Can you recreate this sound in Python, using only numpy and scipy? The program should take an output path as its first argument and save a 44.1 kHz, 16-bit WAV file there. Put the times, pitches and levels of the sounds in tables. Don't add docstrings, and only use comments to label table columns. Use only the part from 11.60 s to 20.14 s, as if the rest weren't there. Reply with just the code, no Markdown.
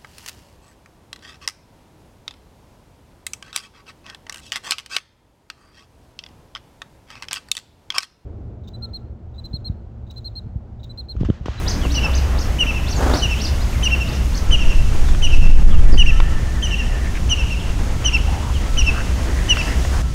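import sys
import numpy as np
from scipy import signal
from scipy.fft import rfft, irfft
from scipy.io import wavfile
from scipy.ndimage import uniform_filter1d, minimum_filter1d, map_coordinates

SR = 44100
rng = np.random.default_rng(int(sys.argv[2]) if len(sys.argv) > 2 else 0)


def digitize_waveform(pressure):
    field = np.atleast_2d(pressure).T
    bounded = np.clip(field, -1, 1)
    quanta = np.round(bounded * 32767).astype(np.int16)
    wavfile.write(sys.argv[1], SR, quanta)


N = 376613
TIME = np.arange(N) / SR
FLICK_S, DROP_S = .008, .008


def main_bird():
    # (delay_s, level_db)
    chirps = [(.35, 3065, -2.5, 2980, .3, [(0, -24.5), (.081, -19.5)]),
              (.992, 3060, -17, 3100, .25, [(0, -15), (.079, -18), (.153, -22.5)]),
              (1.62, 3070, -10, 3130, .2, [(0, -19.5), (.082, -19.5)]),
              (2.232, 3110, -11, 2960, .7, [(0, -12.5), (.08, -18), (.166, -24.5)]),
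              (2.914, 3130, -13, 3200, .2, [(0, -17.5), (.085, -21), (.177, -25)]),
              (3.627, 3090, -10, 2830, .5, [(0, -17.5), (.084, -24.5), (.19, -29)]),
              (4.381, 3105, -17, 3090, .25, [(0, -13.5), (.086, -15)]),
              (5.027, 3170, -10, 2980, .65, [(0, -19.5), (.083, -22), (.154, -24.5)]),
              (5.698, 3105, -8, 3040, .3, [(0, -15.5), (.085, -24), (.209, -24.5)]),
              (6.449, 3100, -3.5, 2900, .4, [(0, -16.5), (.081, -14.5)]),
              (7.177, 3050, -6, 2850, .75, [(0, -16), (.086, -16.5)]),
              (7.891, 3060, -10.5, 2660, .25, [(0, -13), (.085, -18.5)])]
    # length_s, pitch_ratio, slide_ratio, brightness_db, swell_s, send_db
    opening, following = (.044, 1, .895, 0, .015, -18.5), (.038, .899, .95, -7, .024, -23)
    direct, send = np.zeros(N), np.zeros(N)
    for start, hz, overtone_db, notch_hz, echo, notes in chirps:
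        for k, (delay, db) in enumerate(notes):
            near, far = chirp_note(following if k else opening, hz, db, overtone_db, notch_hz, echo)
            add(direct, start + delay - FLICK_S, near)
            add(send, start + delay - FLICK_S, far)
    return direct, send


def chirp_note(kind, call_hz, db, overtone_db, notch_hz, echo):
    length, pitch, slide, brightness_db, swell_s, send_db = kind
    snap_s, taper_s, ground_delay_s = .003, .01, .0023
    end = length + DROP_S
    t = np.arange(-FLICK_S, end, 1 / SR)
    hz = call_hz * pitch * np.interp(t, [-FLICK_S, 0, length, end], [.78, 1, slide, slide * .76])
    edges_db = np.interp(t, [-snap_s, 0, length, end], [-6, 0, 0, -22])
    edges = gain_of(edges_db) * signal.windows.tukey(len(t), .05)
    comb = abs(1 - echo * np.exp(2j * np.pi * (hz - notch_hz) * ground_delay_s)) / (1 + echo)
    body_db = np.interp(t, [0, swell_s, length - taper_s, length], [-8, 0, 0, -3]) + 20 * np.log10(comb)
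    sheen_db = brightness_db - 16 * (2 * t / length - .85) ** 2
    partials_db = (body_db, sheen_db + overtone_db, sheen_db - 29)
    direct = bird_tone(hz, flutter_db=2.3, partials_db=partials_db, jitter=.011)
    send = bird_tone(hz, flutter_db=.5, partials_db=(0, -11.5 + brightness_db / 2), jitter=.024)
    return gain_of(db) * edges * direct, gain_of(send_db) * edges * send


def bird_tone(hz, flutter_db, partials_db=(0,), jitter=.0035):
    phase = 2 * np.pi * np.cumsum(hz * (1 + jitter * wander(len(hz), 301.4))) / SR
    return np.sqrt(2) * sum(gain_of(db + flutter_db * wander(len(hz), 70.2)) * np.sin(k * phase)
                            for k, db in enumerate(partials_db, 1))


def whip_bird():
    # start_s, length_s, level_db
    whips = [(.062, .063, -26.5), (.294, .073, -29), (.528, .064, -30), (.769, .065, -32.5),
             (1.256, .092, -30), (1.509, .108, -29), (1.776, .104, -28), (2.506, .069, -34),
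             (2.736, .058, -33)]
    octaves, crest = 1.06, .45
    out = np.zeros(N)
    for start, length, db in whips:
        u = np.linspace(0, 1, round(length * SR))
        top_hz = 6550 * (.064 / length) ** .2
        height = np.interp(u, [0, crest / 2, crest, .64, 1], [0, .35, .93, .97, .2])
        shape_db = np.interp(u, [0, .76 * crest, .55, .8, 1], [-12.5, 0, -6, 0, -15])
        tone = bird_tone(top_hz * 2 ** (octaves * (height - 1)), flutter_db=3, jitter=.036)
        add(out, start, gain_of(db + shape_db) * tone * signal.windows.tukey(len(u), .1))
    return out


def far_birds():
    # start_s, length_s, first_hz, last_hz, level_db
    slurs = [(.207, .073, 3600, 2400, -37), (1.345, .052, 7350, 6170, -37.5), (2.0, .041, 3450, 5600, -40),
             (2.123, .04, 2850, 2000, -39), (2.226, .054, 3450, 5600, -43), (2.468, .042, 3450, 5400, -43),
             (3.448, .064, 4050, 3270, -45), (4.102, .071, 3650, 2450, -37.5),
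             (4.11, .056, 1270, 1170, -39), (4.32, .038, 5200, 4500, -35.5), (5.99, .057, 3650, 2520, -41),
             (6.932, .054, 3450, 2600, -37.5)]
    # start_s, end_s, level_db
    whistles = [(2.78, 3.018, -47), (3.198, 3.45, -50), (4.473, 4.8, -45), (6.302, 6.622, -46),
                (7.005, 7.3, -46), (7.996, 8.182, -43), (8.323, 8.55, -50)]
    # first_hz, middle_hz, last_hz
    whistle_hz = [1290, 1326, 1306]
    out = np.zeros(N)
    for start, length, first, last, db in slurs:
        tone = bird_tone(np.geomspace(first, last, round(length * SR)), flutter_db=3, jitter=.03)
        add(out, start, gain_of(db) * tone * signal.windows.tukey(len(tone), .4))
    arch = np.polyfit([0, .5, 1], whistle_hz, 2)
    for start, end, db in whistles:
        u = np.linspace(0, 1, round((end - start) * SR))
        tone = bird_tone(np.polyval(arch, u), flutter_db=1.5)
        add(out, start, gain_of(db) * tone * signal.windows.tukey(len(u), .4))
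    trill_hz = [2020, 1926, 1746, 1775, 1770, 1890]
    trill_start_s, period_s, note_s, growth_db_per_s = 4.252, .1158, .096, 3.5
    u = np.linspace(0, 1, round(note_s * SR))
    scoop = np.interp(u, np.linspace(0, 1, len(trill_hz)), trill_hz)
    for s in np.arange(11) * period_s:
        tone = bird_tone(scoop, flutter_db=2.5, jitter=.0099) * signal.windows.tukey(len(u), .15)
        add(out, trill_start_s + s, gain_of(-44 + growth_db_per_s * s) * tone)
    return out


def forest(call, t60, build_s):
    t, out = np.arange(SR) / SR, np.zeros(N)
    echoes_per_s = 1500
    shares = np.array([wander(N, 25) for _ in range(6)])
    for share in shares / np.linalg.norm(shares, axis=0):
        taps = rng.standard_normal(SR) * (rng.random(SR) < echoes_per_s / SR)
        taps *= gain_of(-60 * t / t60) * (1 - np.exp(-t / build_s))
        out += signal.fftconvolve(call * share, taps / np.linalg.norm(taps))[:N]
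    return out


def hand_scuffs():
    # frequency_hz, level_db
    sweep_colour = [(70, 4.5), (140, 0), (200, -4), (280, 5.5), (400, -2.5), (650, -2), (1000, -6.5),
                    (1600, -10.5), (2200, -20), (6000, -26), (15000, -39.5)]
    # start_s, end_s, centre_hz, width_hz, level_db
    scuffs = [(.024, .56, 268, 128, -33), (.407, .526, 600, 1100, -30), (.62, .887, 950, 700, -37),
              (4.32, 4.37, 250, 255, -20), (5.44, 5.49, 1850, 800, -36), (5.54, 5.592, 2150, 900, -33),
              (6.629, 6.833, 760, 280, -34.5), (6.782, 6.95, 1030, 400, -36),
              (7.31, 7.45, 1450, 450, -32.5), (7.546, 8.257, 1870, 460, -38.5),
              (7.799, 8.262, 650, 700, -37.5), (7.92, 8.173, 4900, 600, -40), (8.052, 8.16, 1850, 350, -32),
              (8.299, 8.42, 1100, 800, -34)]
    out = coloured(sweep_colour) * swell(1.41, 1.56, db=-20, attack_s=.075, release_s=.12)
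    out *= gain_of(2 * wander(N, 90))
    for start, end, hz, width, db in scuffs:
        size = round((end - start) * SR)
        centre_hz = hz * np.linspace(.95, 1.05, size)
        carrier = np.exp(2j * np.pi * np.cumsum(centre_hz) / SR)
        grains = rng.standard_normal(size) * gain_of(3.3 * wander(size, 200))
        rub = (carrier * signal.lfilter(*signal.butter(2, width / 2, fs=SR), grains / carrier)).real
        add(out, start, gain_of(db) * unit_rms(rub) * signal.windows.tukey(size, .7))
    return out


def grit_ticks():
    # start_s, peak_db, centre_hz, t60_s
    ticks = [(.252, -15.5, 550, .025), (3.487, -20, 1500, .02), (3.547, -20, 1390, .022),
             (4.341, -22.5, 690, .064), (4.602, -8, 1280, .012), (7.97, -12, 1500, .011),
             (8.248, -16, 800, .028)]
    t, out = np.arange(SR // 10) / SR, np.zeros(N)
    for start, db, hz, t60 in ticks:
        crack = rng.standard_normal(len(t)) * gain_of(-60 * t / t60)
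        tick = signal.lfilter(*signal.butter(1, [hz * .63, hz * 1.38], "band", fs=SR), crack)
        damped = signal.lfilter(*signal.butter(3, hz * 3, fs=SR), tick)
        add(out, start, gain_of(db) * damped / abs(damped).max())
    return out


def wind():
    # frequency_hz, level_db
    eddy_colour = [(3, -10), (9, 0.5), (18, 5), (28, -1.5), (40, -7.5), (70, -23.5), (135, -27),
                   (300, -41.5), (1000, -71.5), (5000, -110)]
    # start_s, end_s, level_db
    gusts = [(2.92, 4.6, -10.3), (3.8, 4.3, -6), (5.5, 5.55, -23), (6.15, 6.3, -25), (7.17, 7.2, -17)]
    eddies = coloured(eddy_colour)
    eddies /= np.sqrt(uniform_filter1d(eddies ** 2, size=SR // 6) + 1e-6)
    push = gain_of(-31) + sum(swell(*gust, attack_s=.13, release_s=.35) for gust in gusts)
    return eddies * push


def low_hum():
    # frequency_hz, level_db
    drone_colour = [(10, -29), (22, -3.5), (42, 0), (52, -2), (63, .5), (74, -5.5), (90, -6.5),
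                    (130, -13.5), (200, -19.5), (320, -28.5), (600, -47.5), (4000, -100)]
    pitch_hz, waver_hz = 62.26, 2.8
    phase = 2 * np.pi * np.cumsum(pitch_hz + waver_hz * wander(N, 4)) / SR
    level = gain_of(-23.8) + swell(.5, .64, db=-21, attack_s=.12, release_s=.3)
    hum = np.sqrt(2) * np.sin(phase) * level * gain_of(1.2 * wander(N, 4.9))
    return hum + gain_of(-19.8) * coloured(drone_colour)


def air_and_hiss():
    # frequency_hz, level_db
    air_colour = [(100, -0.5), (250, 1), (400, -3.5), (650, -5), (1200, -9.5), (2000, -12), (3500, -20.5),
                  (6000, -47), (12000, -70)]
    hiss_colour = [(1500, -5), (3000, 1.5), (4000, -0.5), (6600, 1), (7600, -3.5), (10000, -8),
                   (12500, -14), (15500, -16.5)]
    fizz_colour = [(5000, -24), (9000, -2), (12000, 7), (15500, 0)]
    # time_s, level_db
    air_ride = [(0, -30.5), (2.9, -32), (5.2, -34), (8.4, -30.3)]
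    hiss_ride = [(0, -41), (1.2, -42), (1.6, -38.5), (2.6, -40.3), (3.5, -38.8), (4.1, -43), (5.2, -41),
                 (7.3, -38.7), (8.1, -35.5)]
    hush_s, fizz_end_s = 8.42, 2.86
    hush_db = -7 * (TIME > hush_s)
    air = coloured(air_colour) * gain_of(curve(air_ride) + hush_db + 1.33 * wander(N, 12))
    hiss = coloured(hiss_colour) * gain_of(curve(hiss_ride) + hush_db + .5 * wander(N, 14))
    fizz = coloured(fizz_colour) * gain_of(-52 + wander(N, 20)) * (TIME < fizz_end_s)
    return air + hiss + fizz


def gain_of(db):
    return 10 ** (np.asarray(db) / 20)


def unit_rms(x):
    return x / np.sqrt(np.mean(x ** 2) + 1e-20)


def curve(rows):
    return np.interp(TIME, *np.transpose(rows))


def swell(start, end, db, attack_s, release_s):
    outside = np.maximum((start - TIME) / attack_s, 0) + np.maximum((TIME - end) / release_s, 0)
    return gain_of(db - 20 * outside)


def add(mix, start_s, sound):
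    part = mix[max(round(start_s * SR), 0):][:len(sound)]
    part += sound[:len(part)]


def coloured(points):
    hz, db = np.transpose(points)
    shape = gain_of(np.interp(np.log(np.fft.rfftfreq(N, 1 / SR) + 1), np.log(hz + 1), db))
    return unit_rms(irfft(rfft(rng.standard_normal(N)) * shape, N))


def wander(size, hz):
    knots = rng.standard_normal(int(size / SR * 2 * hz) + 4)
    return map_coordinates(knots, [1 + np.arange(size) / SR * 2 * hz], order=3, mode="nearest")


def scene():
    (near, send), whips, far = main_bird(), whip_bird(), far_birds()
    birds = near + gain_of(-10.5) * forest(send, t60=.92, build_s=.021)
    birds += gain_of(-1) * whips + gain_of(-3.5) * forest(whips, t60=.39, build_s=.0032)
    birds += gain_of(-.5) * far + gain_of(-6) * forest(far, t60=.5, build_s=.0022)
    return (birds + hand_scuffs() + grit_ticks() + low_hum() + air_and_hiss() + wind())[None]


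def record(dry):
    ceiling_db, cutoff_hz = .3, 15750
    allowed = 1 / np.maximum(abs(dry[0]) / gain_of(ceiling_db), 1)
    gain = uniform_filter1d(minimum_filter1d(allowed, size=600), size=500)
    lowpass = signal.firwin(1023, cutoff_hz, window=("kaiser", 9), fs=SR)
    return signal.oaconvolve(dry * gain, lowpass[None], "same")


dry = scene()
out = record(dry)
digitize_waveform(out)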